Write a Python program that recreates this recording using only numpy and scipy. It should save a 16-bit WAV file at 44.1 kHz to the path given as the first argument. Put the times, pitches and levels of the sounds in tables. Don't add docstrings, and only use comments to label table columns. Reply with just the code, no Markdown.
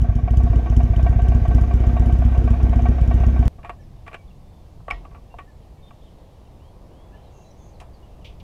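import sys
import numpy as np
from scipy import signal
from scipy.io import wavfile
from scipy.ndimage import uniform_filter1d

SR = 44100
rng = np.random.default_rng(int(sys.argv[2]) if len(sys.argv) > 2 else 0)


def materialize(psi):
    bounded = np.clip(np.atleast_2d(psi).T, -1, 1)
    quanta = np.round(bounded * 32767).astype(np.int16)
    wavfile.write(sys.argv[1], SR, quanta)


def gain_from_db(level_db):
    decades = np.asarray(level_db, float) / 20
    return 10 ** decades


N = 371746
CUT_S = 3.4802

# (front blast time [s], rear blast pressure [relative, negative = misfire sucks gas back],
# valve knock before the front blast [dB], light knock after it [dB])
ENGINE_CYCLES = [(-.1195, 2.2, -40, -40), (.0176, -1.22, -36, -34), (.1554, -.95, -36.5, -34),
                 (.3084, 1.26, -25.5, -33), (.4357, -1.23, -30.5, -32), (.5607, .33, -31, -37.5),
                 (.7007, 1.37, -28.5, -31), (.8333, -1.09, -25.5, -34.5), (.9657, 1.14, -29, -27),
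                 (1.095, -1.21, -21, -29), (1.2218, 1.15, -26, -33.5), (1.3491, -.97, -27, -38),
                 (1.4825, 1.27, -25, -28), (1.6133, .44, -27, -32), (1.74, .86, -27.5, -34.5),
                 (1.8686, .72, -27.5, -38), (1.9976, .98, -23.5, -36), (2.1261, .89, -28.5, -34),
                 (2.2513, .58, -27, -35.5), (2.3793, .93, -26, -40), (2.5063, .3, -26, -28.5),
                 (2.632, .88, -30, -32), (2.7608, .92, -24, -27.5), (2.887, .27, -21.5, -29.5),
                 (3.0144, 1.02, -27, -42), (3.1419, .86, -22.5, -34.5), (3.2661, .38, -23, -41),
                 (3.393, 1.08, -26.5, -28.5)]
# (frequency [Hz], width [Hz], level [dB])
HOUSING_MODES = [(656, 83, -17.5), (707, 53.3, 5.5), (802, 157, -6), (1124.6, 45, -4.5), (1330, 29, -18.5),
                 (1558, 25, -4.5), (1876, 19, -11.5), (2331, 120, -16), (2754, 32, -19), (3360, 28, -34.5),
                 (3753, 37, -23.5)]


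def evened(x):
    return x / np.sqrt(np.mean(x ** 2) + 1e-20)


def curve(rows):
    return np.interp(np.arange(N) / SR, *np.transpose(rows))


def band(x, lo_hz, hi_hz):
    return signal.sosfilt(signal.butter(2, [lo_hz, hi_hz], "band", fs=SR, output="sos"), x)


def noise(spectrum, patchy_db):
    hz = np.fft.rfftfreq(2048, 1 / SR)
    real, imag, patches = rng.standard_normal((N // 512 + 5, 1025, 3)).T
    patches = uniform_filter1d(patches, 12, 0)
    patches = evened(uniform_filter1d(patches, 6, 1))
    table_hz, table_db = np.transpose(spectrum)
    colour_db = np.interp(np.log(hz + 1), np.log(table_hz + 1), table_db)[:, None]
    spectrogram = (real + 1j * imag) * gain_from_db(colour_db + patchy_db * patches)
    return evened(signal.istft(spectrogram, nperseg=2048, noverlap=1536)[1][:N])


def resonances(x, modes):
    out = np.zeros(len(x))
    for hz, width, db in modes:
        radius = np.exp(-np.pi * width * 1.55 / SR)
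        pole = radius * np.exp(2j * np.pi * hz / SR)
        out += gain_from_db(db) * 2 * signal.lfilter([(1 - radius) ** 2], [1, -2 * pole, pole ** 2], x).real
    return out


def train(times, sizes):
    out = np.zeros(N + SR // 10)
    samples = np.round(np.asarray(times) * SR).astype(int) + SR // 10
    np.add.at(out, samples, sizes)
    return out


def struck(impulses, response):
    return signal.oaconvolve(impulses, response)[SR // 10:][:N]


def bursts(times, sizes, rise_s, fall_s):
    t = np.arange(SR // 4) / SR
    shape = (1 - np.exp(-t / rise_s)) * np.exp(-t / fall_s)
    return struck(train(times, sizes), shape / shape.max())


def ring(hz, db, t60):
    t = np.arange(SR) / SR
    return gain_from_db(db - 60 * t / t60) * np.sin(2 * np.pi * hz * t)


def rings(modes):
    return sum(ring(*mode) for mode in modes)


def throttled(s, shut, opened):
    # (time [s], opening [0-1])
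    throttle = [
        (0, 0),
        (.28, 0),
        (.45, 0.59),
        (1.3, 0.75),
        (1.9, 1),
        (3.45, 0.91),
    ]
    return shut + (opened - shut) * np.interp(s, *np.transpose(throttle))


def strokes():
    front_s, rear = np.transpose(ENGINE_CYCLES)[:2]
    cycle_s = np.diff(front_s, append=front_s[-1] + .128)
    rear_s = front_s + cycle_s * (.475 + .024 * np.minimum(abs(rear), 1.4))
    front_blast = throttled(front_s, shut=.87, opened=1.18)
    lean_pump, rich_pump, rear_pump, misfire_pump = .45, 1.2, 1.55, .4
    front_pump = lean_pump + (rich_pump - lean_pump) * np.clip(rear, 0, 1)
    rear_pumping = np.where(rear < 0, misfire_pump, rear_pump)
    rear_spit_db = np.maximum(-46 + 23.5 * (np.minimum(rear, 1.3) - 1), -66.5)
    front = np.array([front_s, front_blast, front_pump, np.full(len(rear), -44.5)])
    return np.hstack([front[:, 1:], [rear_s, rear, rear_pumping, rear_spit_db]])


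def knocks():
    s, _, firm_db, light_db = np.transpose(ENGINE_CYCLES[1:])
    lag_s = .027 + .006 * rng.uniform(-1, 1, len(s))
    return np.r_[s - .0315, s + lag_s], np.r_[firm_db, light_db]


def exhaust():
    # (frequency [Hz], level [dB], decay t60 [s])
    pipe_modes = [(57.9, 5.6, 0.187), (93.1, 3.3, 0.095), (117.6, -8, 0.13), (149.5, -11, 0.181),
                  (236.3, -3.8, 0.131), (346.5, -13.8, 0.193)]
    puff_s, outlet_rad_per_s = .0019, 485.
    s, blast, pump, _ = strokes()
    pipe = -signal.oaconvolve(train(s, blast), rings(pipe_modes[:2]))
    pipe -= signal.oaconvolve(train(s, np.maximum(blast, 0)), rings(pipe_modes[2:]))
    smooth, cut = np.exp(-1 / (puff_s * SR)), np.exp(-outlet_rad_per_s / SR)
    for _ in range(2):
        pipe = signal.lfilter([1, -1], [1, -cut], pipe)
        pipe = signal.lfilter([1 - smooth], [1, -smooth], pipe)
    silencer = struck(train(s + .002, pump), ring(hz=65.5, db=-20.7, t60=.9))
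    return pipe[SR // 10:][:N] - silencer


def flow():
    # (frequency [Hz], width [Hz], level [dB])
    flow_modes = [(33, 12, -50), (128.3, 37, -28.5), (196.6, 46, -34), (234.8, 20, -40), (337, 17, -44.5),
                  (444.4, 32, -43)]
    # (frequency [Hz], level [dB], decay t60 [s])
    header_modes = [(241.45, -22, 0.24), (328, -37, 0.2)]
    # (frequency [Hz], level [dB])
    spit_colour = [(2300, -31.5), (3000, 6), (3800, -9.5), (6000, 6.5), (7600, 0), (9000, -10), (10500, 1),
                   (12000, -18), (13600, -8.5), (16000, -30.5)]
    s, blast, _, spit_db = strokes()
    gas = (.5 + bursts(s, abs(blast), .005, .025)) * rng.standard_normal(N)
    rumble = gain_from_db(20) * resonances(band(gas, 25, 600), flow_modes)

    header_s = np.minimum(s + 0.00399 + .0015 * rng.random(len(s)), CUT_S)
    header_size = np.maximum(blast, 0) * gain_from_db(throttled(s, shut=-7.5, opened=-1))
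    header = struck(train(header_s, header_size), rings(header_modes))

    s = s - .0025
    ping_size = gain_from_db(spit_db + 4 * rng.standard_normal(len(s)))
    ping = struck(train(s, ping_size), ring(hz=3000, db=-1.5, t60=0.022))
    spit = gain_from_db(-9) * bursts(s, gain_from_db(spit_db), .001, .003)
    spit += gain_from_db(-20) * bursts(s, gain_from_db(spit_db), .003, .03)
    return rumble + header + ping + spit * noise(spit_colour, patchy_db=3)


def engine_block():
    # (frequency [Hz], level [dB per Hz])
    clatter_colour = [(180, 2), (300, -4.5), (530, -13.5), (950, -24), (1400, -25.5), (2100, -28),
                      (3100, -35), (3750, -38.5), (4050, -42.5), (6400, -42), (7500, -51.5), (10500, -53),
                      (14000, -52.5), (15600, -69)]
    s, blast, *_ = strokes()
    level = gain_from_db(throttled(np.arange(N) / SR, shut=-42, opened=-36.5))
    level *= 0.96 + 0.1 * bursts(s, abs(blast), 0.0018, 0.073)
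    ticks = gain_from_db(2.83 * rng.exponential(1, N)) * (rng.random(N) < 800 / SR) * rng.choice([-1, 1], N)
    clatter = gain_from_db(7) * band(noise(clatter_colour, patchy_db=2), 162, 15000)
    clatter += gain_from_db(-5.5) * evened(resonances(ticks, HOUSING_MODES))
    clatter += gain_from_db(-31) * evened(band(band(ticks, 2500, 3800), 2500, 3800))
    sizzle = bursts(s, np.maximum(blast, 0), .003, .02) * band(rng.standard_normal(N), 9000, 15000)
    clatter += gain_from_db(-29.5) * sizzle

    s, knock_db = knocks()
    landing = train(s, gain_from_db(knock_db)) + train(s + 0.002805, gain_from_db(knock_db - 5))
    soft = signal.lfilter(signal.windows.hann(9) / 4, [1], landing[SR // 10:])
    grit = gain_from_db(-29) * bursts(s, gain_from_db(knock_db), .003, .007) * rng.standard_normal(N)
    knock = gain_from_db(40) * resonances(soft + grit, HOUSING_MODES)
    knock += gain_from_db(23) * resonances(grit, [(2430, 370, -4.5), (1190, 300, 2), (2840, 300, -11.5)])
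    return level * clatter + knock


def outdoors():
    # (frequency [Hz], level [dB per Hz])
    air_colour = [(20, -3), (50, 4), (130, -6), (256, -16.5), (450, -18.5), (680, -18.5), (1100, -26.5),
                  (1400, -36), (2200, -35), (3500, -36), (5000, -38.5), (8000, -44), (13000, -46.5),
                  (15600, -51.5)]
    # (time [s], level [dB])
    breeze_levels = [
        (3.49, -47),
        (3.62, -47),
        (5, -49),
        (5.35, -50),
        (7.8, -50),
        (8.43, -47.5),
    ]
    # (time [s], swell [dB], half length [s])
    passing_cars = [
        (4.976, 7.5, 0.067),
        (7.09, 3, 0.3),
    ]
    air = noise(air_colour, patchy_db=.7)
    low = signal.sosfiltfilt(signal.butter(2, 250, fs=SR, output="sos"), air)
    high = signal.sosfiltfilt(signal.butter(2, 1500, "high", fs=SR, output="sos"), air)
    t = np.arange(N) / SR
    traffic_db = -58.5 + (t - CUT_S)
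    for s, db, half_s in passing_cars:
        traffic_db += db * np.exp(-((t - s) / half_s) ** 2)
    breeze = gain_from_db(curve(breeze_levels) + 5.5) * evened(low)
    return breeze + gain_from_db(traffic_db) * evened(air - low - high) + gain_from_db(-68) * evened(high)


def birds():
    # (start [s], length [s], frequency [Hz], level [dB])
    whistles = [(3.9, .16, 3580, -74), (4.17, .065, 2290, -59), (4.4, .26, 3550, -72),
                (5.3, .05, 2760, -60), (5.77, .05, 2260, -68), (5.82, .09, 3610, -59),
                (6.02, .05, 3600, -65), (7.31, .14, 2730, -68), (7.44, .08, 3980, -62),
                (7.58, .09, 3500, -69), (8.025, .035, 2880, -59)]
    chirps = [(3.52, .02, 2250, -66), (3.8, .05, 5550, -68), (4.275, .025, 3400, -63),
              (4.3, .02, 2830, -62), (5.6, .06, 3080, -68), (5.86, .04, 3200, -62), (6.01, .035, 3300, -64),
              (6.06, .035, 3170, -60), (6.45, .03, 2900, -66), (8.21, .03, 2900, -64),
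              (7.22, .08, 3980, -68), (7.735, .035, 4250, -61), (7.93, .045, 4470, -63)]
    slurs = [
        (6.59, .14, 3170, -65),
        (6.9, .2, 3290, -65),
        (7.11, .1, 2950, -64),
    ]
    arches = [
        (3.78, .04, 1750, -63),
        (5.46, .055, 1770, -60),
        (7.12, .045, 1750, -57),
    ]
    dives = [
        (3.82, .025, 2050, -64),
        (7.16, .025, 2150, -63),
    ]
    # (start [s], end [s], frequency [Hz], width [Hz], level [dB])
    buzzes = [
        (7.3, 7.52, 6400, 350, -66),
        (7.56, 7.73, 6450, 300, -66),
        (7.38, 7.52, 5700, 200, -72),
        (7.505, 7.52, 5800, 250, -58),
        (7.1, 7.4, 3100, 500, -70),
        (8.0, 8.25, 2900, 300, -72),
        (5.75, 6.6, 3300, 500, -72),
    ]
    shapes = [(whistles, 1.01, .995), (chirps, 1.08, .9), (slurs, .82, 1.03), (arches, .92, .94),
              (dives, 1.29, .72)]
    out, hush = np.zeros(N), rng.standard_normal(N)
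    flutter = gain_from_db(2 * evened(band(rng.standard_normal(N), 8, 40)))
    waver = 1 + .008 * evened(band(rng.standard_normal(N), 10, 60))
    for notes, first, last in shapes:
        bend = np.polyfit([0, .5, 1], [first, 1, last], 2)
        for start, length, hz, db in notes:
            u = np.linspace(0, 1, round(length * SR))
            place = slice(round(start * SR), round(start * SR) + len(u))
            phase = 2 * np.pi * np.cumsum(hz * np.polyval(bend, u) * waver[place]) / SR
            out[place] += gain_from_db(db) * np.sin(np.pi * u) ** .5 * np.sin(phase)
    out *= flutter
    for start, end, hz, width, db in buzzes:
        u = np.clip((np.arange(N) / SR - start) / (end - start), 0, 1)
        out += gain_from_db(db) * np.sin(np.pi * u) ** .5 * evened(band(hush, hz - width, hz + width))
    echoes = rng.standard_normal(6000) * np.exp(-np.arange(6000) / (0.04 * SR))
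    return out + gain_from_db(-5) * signal.oaconvolve(out, echoes / np.linalg.norm(echoes))[:N]


def levers():
    # (time [s], level [dB], colour [0 dull, 1 middle, 2 sharp, 3 bright], rattle length [s])
    clicks = [(3.585, -42, 0.71, 0.021), (3.632, -35.5, 2, .007), (3.639, -36.5, .01, 0.014),
              (3.647, -26.5, 1.7, 0.018), (3.695, -23, .2, 0.0085), (3.6954, -18.5, 1.9, 0.0074),
              (3.73, -40, 1.01, 0.012), (4.065, -32, 1.9, 0.017), (4.0784, -22.5, 1.94, 0.0076),
              (4.115, -34, 1.5, 0.01), (4.131, -25.5, 1.8, 0.0094), (4.143, -19.5, 2, 0.0099),
              (4.805, -43, .01, .0057), (4.8835, -12, 1.1, 0.0021), (4.885, -30, 1.5, 0.011),
              (4.9047, -14.5, 1.8, 0.012), (4.9141, -28.5, 0.78, 0.015), (5.041, -49, 0.012, 0.015),
              (5.0514, -29, 1.44, 0.0064), (5.11, -43.5, 1.4, 0.023), (5.147, -35.5, 1.36, 0.019),
              (5.342, -32, 0.013, 0.0039), (5.387, -23, 1.6, 0.012), (5.395, -56, .6, .012),
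              (5.909, -25.5, 1.15, 0.0023), (7.8016, -22.5, 3.54, 0.017), (7.812, -42, .01, 0.03)]
    # (frequency [Hz], level [dB], decay t60 [s])
    pedal_modes = [(1950, -41, 0.2), (2170, -42, 0.22), (2270, -15.5, 0.033), (5200, -48.5, 0.097)]
    part_db = np.array([-1.3, -2.5, -4.8, -21])
    fall_db = 8
    dull, middle, sharp, bright = parts = np.zeros((4, N))
    t = np.arange(4000) / SR
    for s, db, colour, length_s in clicks:
        rattle = rng.standard_normal((4, 4000)) * np.minimum(t / 0.0014, 1) * np.exp(-t / length_s)
        shares = gain_from_db(db + part_db - fall_db * abs(np.arange(4) - colour))
        parts[:, round((s - .002) * SR):][:, :4000] += shares[:, None] * rattle
    out = gain_from_db(17) * resonances(dull, HOUSING_MODES[:3])
    out += gain_from_db(24) * resonances(middle, HOUSING_MODES[3:5])
    out += gain_from_db(5.5) * band(band(dull + middle, 270, 1400), 270, 1400)
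    out += gain_from_db(18.5) * resonances(sharp, HOUSING_MODES[6:9])
    out += gain_from_db(3) * band(band(sharp, 1300, 2960), 1300, 2960)
    out += gain_from_db(-1) * band(bright, 2700, 9000)
    gear_s = 4.926
    out += struck(train([gear_s - .016], [1]), rings(pedal_modes))
    return out + struck(train([gear_s], [1]), ring(hz=43, db=-27, t60=.7))


def jacket():
    # (frequency [Hz], level [dB per Hz])
    cloth_colour = [(1400, -26), (1900, -20), (2300, -2), (3300, -1), (4500, -13), (6000, -18), (8000, -31),
                    (12000, -33.5)]
    # (time [s], level [dB], decay [s])
    scuffs = [
        (8.245, -46, .035),
        (8.398, -52, .012),
        (4.93, -55, .05),
        (7.801, -53, .006),
    ]
    envelope = sum(bursts([s], [gain_from_db(db)], 0.0015, fall_s) for s, db, fall_s in scuffs)
    return noise(cloth_colour, patchy_db=0.5) * envelope


def scene():
    before = np.clip((CUT_S - np.arange(N) / SR) * SR, 0, 1)
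    running = exhaust() + flow() + engine_block()
    quiet = outdoors() + gain_from_db(-2.5) * birds() + levers() + jacket()
    return (before * running + (1 - before) * quiet)[None]


def roll_off(x):
    return signal.sosfilt(signal.butter(12, 15676, fs=SR, output="sos"), x)


def record(dry):
    return roll_off(dry)


dry = scene()
out = record(dry)
materialize(out)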